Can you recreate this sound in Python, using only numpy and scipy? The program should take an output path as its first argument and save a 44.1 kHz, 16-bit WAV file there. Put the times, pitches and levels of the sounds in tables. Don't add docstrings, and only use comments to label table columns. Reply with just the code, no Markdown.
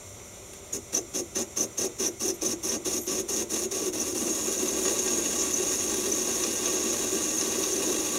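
import sys
import numpy as np
from scipy import signal
from scipy.fft import rfft, irfft, next_fast_len
from scipy.io import wavfile
from scipy.ndimage import map_coordinates

SR = 44100
rng = np.random.default_rng(int(sys.argv[2]) if len(sys.argv) > 2 else 0)


def file_out(sig):
    cols = np.atleast_2d(sig).T
    lim = np.clip(cols, -1, 1)
    pcm = np.round(lim * 32767).astype(np.int16)
    wavfile.write(sys.argv[1], SR, pcm)


N = 360738


def cutting(depth):
    # time_s, shake_db, scrape_db, ring_db, upper_over_lower_db
    load = [(.54, -47, -41.5, -41, 0), (.72, -36.5, -45, -33, 2), (.96, -32, -40.5, -31, -2),
            (1.4, -32.5, -41, -31, -2.5), (2.05, -35, -41.5, -30.7, -4.5), (3.1, -34.5, -42.5, -32.5, -2),
            (4.2, -35, -42, -34, 1.5), (4.85, -34, -39.5, -32, 4), (5.5, -34, -40, -30.8, 4),
            (6.1, -36.5, -39.5, -32.5, 1), (7.1, -34.5, -39.2, -31.8, 2.5), (8.1, -35.5, -39, -33, .6)]
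    shake_db, scrape_db, ring_db, upper_db = curves(load)
    jolt = chip_snaps()
    shear = slips(per_s=9000, spread_db=1.5) * amp(0.78 * wobble(130) + 0.25 * wobble(18))
    force = depth * shear
    return (bed_shake(shear, jolt, shake_db) + slide_scrape(force, jolt, scrape_db)
            + chip_hiss(force, scrape_db) + tool_ring(force, jolt, ring_db, upper_db))


def contact(linger_s=0, first_touch_s=.535):
    # time_s, share_of_turn_in_metal
    feed = [(.535, .005), (.728, .21), (.928, .27), (1.99, .47), (2.63, .61), (3.49, .75), (3.72, 0.86),
            (4.15, 1.01), (4.4, 1.2)]
    # time_s, turn_s
    turns = [(.535, .193), (.728, .2), (.928, .212), (1.99, .212), (2.63, .219), (3.28, .214), (3.92, .217)]
    depth, start = np.zeros(N), first_touch_s
    while start < N / SR:
        turn_s = np.interp(start, *np.transpose(turns))
        bite_s = turn_s * np.interp(start, *np.transpose(feed))
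        depth += window(start, start + bite_s + linger_s, attack_s=0.013, release_s=0.022)
        start += turn_s
    return np.minimum(depth, 1)


def slips(per_s, spread_db):
    slipping = rng.random(N) < per_s / SR
    steps = slipping * rng.standard_normal(N) * amp(spread_db * rng.standard_normal(N))
    return steps / np.sqrt(np.mean(steps ** 2) + 1e-20)


def chip_snaps(decay_s=0.0062):
    # start_s, above_steady_db
    snaps = [(4.217, 6), (4.852, 9.5), (4.88, 7), (5.073, 7.5), (5.258, 7), (6.436, 9), (6.656, 6),
             (7.41, 8.5), (7.631, 9)]
    t = np.arange(N) / SR
    return sum((amp(db) - 1) * (t >= s) * np.exp(-np.abs(t - s) / decay_s) for s, db in snaps)


def tool_ring(force, jolt, ring_db, upper_db):
    # frequency_hz, level_db
    lower_body = [(3500, -61.5), (4800, -23), (5200, -12.5), (5600, -4.5), (6200, 1), (6400, -3),
                  (6800, -22), (9000, -56.5)]
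    upper_body = [(4500, -51), (6000, -20), (6400, -1), (6600, -0.5), (6880, -0.5), (7200, -10), (7500, -8),
                  (8200, -31.5), (11000, -54)]
    # pitch_hz, width_hz, rise_db
    lower_modes = [(5250, 70, 13.6), (5460, 96, 3.7), (5580, 87, 9.8), (5855, 67, 6), (6086, 87, 7.2),
                   (6250, 60, 2.9), (6500, 60, 5)]
    upper_modes = [(6260, 44, 3), (6560, 70, 10.6), (6780, 67, 3.8), (6700, 60, 5.6), (6920, 86, 7.1),
                   (7100, 70, 5.4), (7470, 93, 6.5)]
    flare = lambda: amp(ring_db - 0.5 + 1.73 * wobble(120))
    lean = np.arctan(amp(upper_db))
    lower = resonate(force * (1 + jolt) * flare() * np.cos(lean), lower_body, lower_modes)
    upper = resonate(force * flare() * np.sin(lean), upper_body, upper_modes)
    return lower + upper


def bed_shake(shear, jolt, shake_db):
    # frequency_hz, level_db
    body = [(40, -37), (150, -22.5), (200, -10.5), (260, -6.5), (350, 0.5), (450, -5.5), (600, -10.5),
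            (750, -12), (1100, -38.5), (2500, -66)]
    # pitch_hz, width_hz, rise_db
    modes = [(187.5, 33, 4), (241, 39, 10.5), (313.4, 31, 3.5), (351, 56, 1.5), (390, 41, 8),
             (480, 34, 4.5), (536, 29, 4), (574, 39, 5)]
    force = contact(linger_s=0.0065) * shear * (1 + 0.52 * jolt)
    gain = amp(shake_db + .7 * wobble(9) + 1.48 * wobble(55))
    return later(resonate(force * gain, body, modes), delay_s=0.00503)


def slide_scrape(force, jolt, scrape_db):
    # frequency_hz, level_db
    body = [(300, -20.5), (600, -3.5), (760, 2), (930, 2), (1100, 1.5), (1260, -1), (1700, -4), (2400, -1),
            (3100, -3), (4200, -1.5), (5000, -1.5), (6000, -27.5), (9000, -43.5)]
    # pitch_hz, width_hz, rise_db
    modes = [(955, 130, 3), (1149, 77, 12.6), (1602, 95, 9.2), (1857, 80, 9.3), (2010, 115, 4.2),
             (2468, 124, 6.3), (2712, 142, 10.7), (2861, 66, 10.7), (3304, 84, 8.5), (3513, 150, 7),
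             (3840, 320, 9.8), (4420, 73, 9.1), (4660, 86, 6.6)]
    gain = amp(scrape_db - .5 + 1.11 * wobble(35))
    return resonate(force * (1 + jolt) * gain, body, modes)


def chip_hiss(force, scrape_db):
    # frequency_hz, level_db
    body = [(4000, -39), (6800, -11), (7500, -2.5), (8800, 1), (9900, 1), (10700, 0), (11300, -3.5),
            (12600, -4.5), (13700, -14.5), (14500, -12), (15100, -5), (15700, -8)]
    # pitch_hz, width_hz, rise_db
    modes = [(7800, 110, 5.4), (8120, 150, 6.4), (8530, 95, 6.5), (8800, 88, 1.9), (9150, 150, 6.7),
             (9430, 320, 9.1), (10045, 260, 7.2), (10400, 190, 4.7), (11980, 290, 8.6), (12300, 200, 7.6),
             (13070, 250, 6)]
    # delay_s, level_db
    faces = [(.00175, -11), (.00245, -10), (.00286, -14), (.0052, -14)]
    gain = amp(-28.5 + .28 * scrape_db + 0.71 * wobble(30))
    hiss = resonate(force * gain, body, modes)
    return hiss + sum(amp(db) * later(hiss, s) for s, db in faces)


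def tip_squeaks(depth, per_s=2.2):
    # peak_s, relative_db, pitch_hz, length_s
    loud = [(.734, -23, 6770, 0.0051), (.951, -17, 5940, 0.0033), (.975, -24.5, 6210, 0.016),
            (1.575, -24, 6450, .0056), (1.611, -19, 6090, .006), (1.785, -24, 6441, .0056),
            (2.069, -21.5, 5820, .0091), (2.464, -22, 6040, 0.0045), (4.003, -24, 6000, .006),
            (4.883, -25, 6500, 0.0071), (5.543, -20.5, 6060, 0.0051), (6.123, -20.5, 6130, 0.0066),
            (6.219, -22.5, 6130, .0042), (6.66, -20, 6380, .0038), (7.386, -24, 6130, .005),
            (7.734, -24, 6310, .0056)]
    loud_squeaks = stick_slip(loud)
    count = round(per_s * N / SR)
    peak_s = np.sort(rng.random(count)) * N / SR
    level, pitch, length = rng.standard_normal((count, 3)).T
    weak = np.transpose([peak_s, -29.5 + 2 * level, 6300 * np.exp(0.047 * pitch),
                         .0055 * np.exp(.35 * length)])
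    return loud_squeaks + depth * stick_slip(weak)


def stick_slip(rows, waver=0.015, octave_db=-21, trim_db=-2.05):
    t = np.arange(N) / SR
    peak_s, level_db, pitch_hz, length_s = np.transpose(rows)
    swell = np.zeros(N)
    for s, db, span in zip(peak_s, level_db, length_s):
        near = slice(max(0, int((s - .03) * SR)), int((s + .03) * SR))
        swell[near] += amp(db) * np.exp(-2 * ((t[near] - s) / (span + 0.0007)) ** 2)
    hz = np.interp(t, peak_s, pitch_hz) * (1 + waver * wobble(600))
    phase = 2 * np.pi * np.cumsum(hz) / SR
    return amp(trim_db) * np.sqrt(2) * swell * (np.sin(phase) + amp(octave_db) * np.sin(2 * phase))


def swarf(fade_s=.015):
    # start_s, end_s, level_db
    brushes = [(2.34, 2.364, -43.5), (2.93, 3.07, -42)]
    # frequency_hz, level_db
    body = [(3000, -42), (5400, -14), (6500, 4), (7600, -8), (9500, -6), (11000, -8), (12400, -6),
            (13200, -24), (15700, -30)]
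    # pitch_hz, width_hz, rise_db
    modes = [(12060, 450, 14)]
    rub = sum(amp(db) * window(start, end, fade_s, fade_s) for start, end, db in brushes)
    return resonate(rub * amp(1.2 * wobble(90)) * rng.standard_normal(N), body, modes)


def drive_train():
    # frequency_hz, relative_db
    motor = [(20, -20), (32, -13), (48, -4), (82, -2), (113, -0.5), (145, -10.5), (220, -27), (600, -70)]
    gears = [(120, -32.5), (185, 0), (280, -9.5), (380, 4), (450, -5), (570, -2.5), (820, -10), (1350, -11),
             (1700, -20), (2200, -11), (3000, -17), (3600, -13.5), (4900, -22.5), (7000, -54)]
    bearings = [(4000, -44), (5100, -16), (5750, 0.5), (6450, -2.5), (7350, 1.5), (7750, -11), (8400, -8),
                (9500, -6), (10700, -19), (11900, -10), (12500, -18), (15700, -24)]
    # pitch_hz, level_db
    whines = [(113, -64.5), (245, -63), (391, -56), (581, -58), (1998, -65), (2153, -65), (3618, -70),
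              (5662, -63), (5912, -59.5), (7236, -72), (7382, -57.5), (8000, -78)]
    t = np.arange(N) / SR
    rumble = amp(-53) * resonate(rng.standard_normal(N), motor)
    churn = amp(-49.5 + wobble(14)) * resonate(rng.standard_normal(N), gears)
    hiss = amp(-49 + 0.72 * wobble(29)) * resonate(rng.standard_normal(N), bearings)
    whine = sum(amp(db + 1.7 * wobble(12)) * np.sin(2 * np.pi * hz * t + 0.43 * wobble(14))
                for hz, db in whines)
    return rumble + churn + hiss + whine


def workshop(x):
    # frequency_hz, t60_s
    decay = [(100, 0.3), (400, 0.25), (2000, 0.063), (12000, 0.12)]
    hz, t, noise = signal.stft(rng.standard_normal(SR // 2), SR, nperseg=256)
    tail = signal.istft(noise * amp(-60 * t / along(decay, hz)[:, None]), SR, nperseg=256)[1]
    return signal.fftconvolve(x, np.pad(tail / np.linalg.norm(tail), (SR // 200, 0)))[:N]


def resonate(x, body, modes=(), size=8192):
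    hz = np.fft.rfftfreq(size, 1 / SR)
    db = along(body, hz) + sum(rise / (1 + (2 * (hz - f) / width) ** 2) for f, width, rise in modes)
    cepstrum = irfft(np.log(amp(db)))
    cepstrum[1:size // 2] *= 2
    cepstrum[size // 2 + 1:] = 0
    response = irfft(np.exp(rfft(cepstrum)))
    return signal.fftconvolve(x, response / np.linalg.norm(response))[:N]


def amp(db):
    return 10 ** (np.asarray(db) / 20)


def along(points, hz):
    knots_hz, values = np.transpose(points)
    return np.interp(np.log(hz + 1), np.log(knots_hz), values)


def curves(rows):
    time_s, *columns = np.transpose(rows)
    return [np.interp(np.arange(N) / SR, time_s, column) for column in columns]


def wobble(rate):
    knots = rng.standard_normal(int(N * rate / SR) + 4)
    return map_coordinates(knots, [np.arange(N) * rate / SR], mode="nearest")


def window(start, end, attack_s, release_s):
    t = np.arange(N) / SR
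    return np.clip(np.minimum((t - start) / attack_s, (end - t) / release_s) + .5, 0, 1)


def later(x, delay_s):
    return np.pad(x, (round(delay_s * SR), 0))[:N]


def scene():
    depth = contact()
    cut = cutting(depth) + tip_squeaks(depth) + swarf()
    return (cut + amp(-9.5) * workshop(cut) + drive_train())[None]


def record(dry, top_hz=15760):
    size = next_fast_len(N + SR // 2)
    passband = np.fft.rfftfreq(size, 1 / SR) < top_hz
    return irfft(rfft(dry, size) * passband, size)[..., :N]


dry = scene()
out = record(dry)
file_out(out)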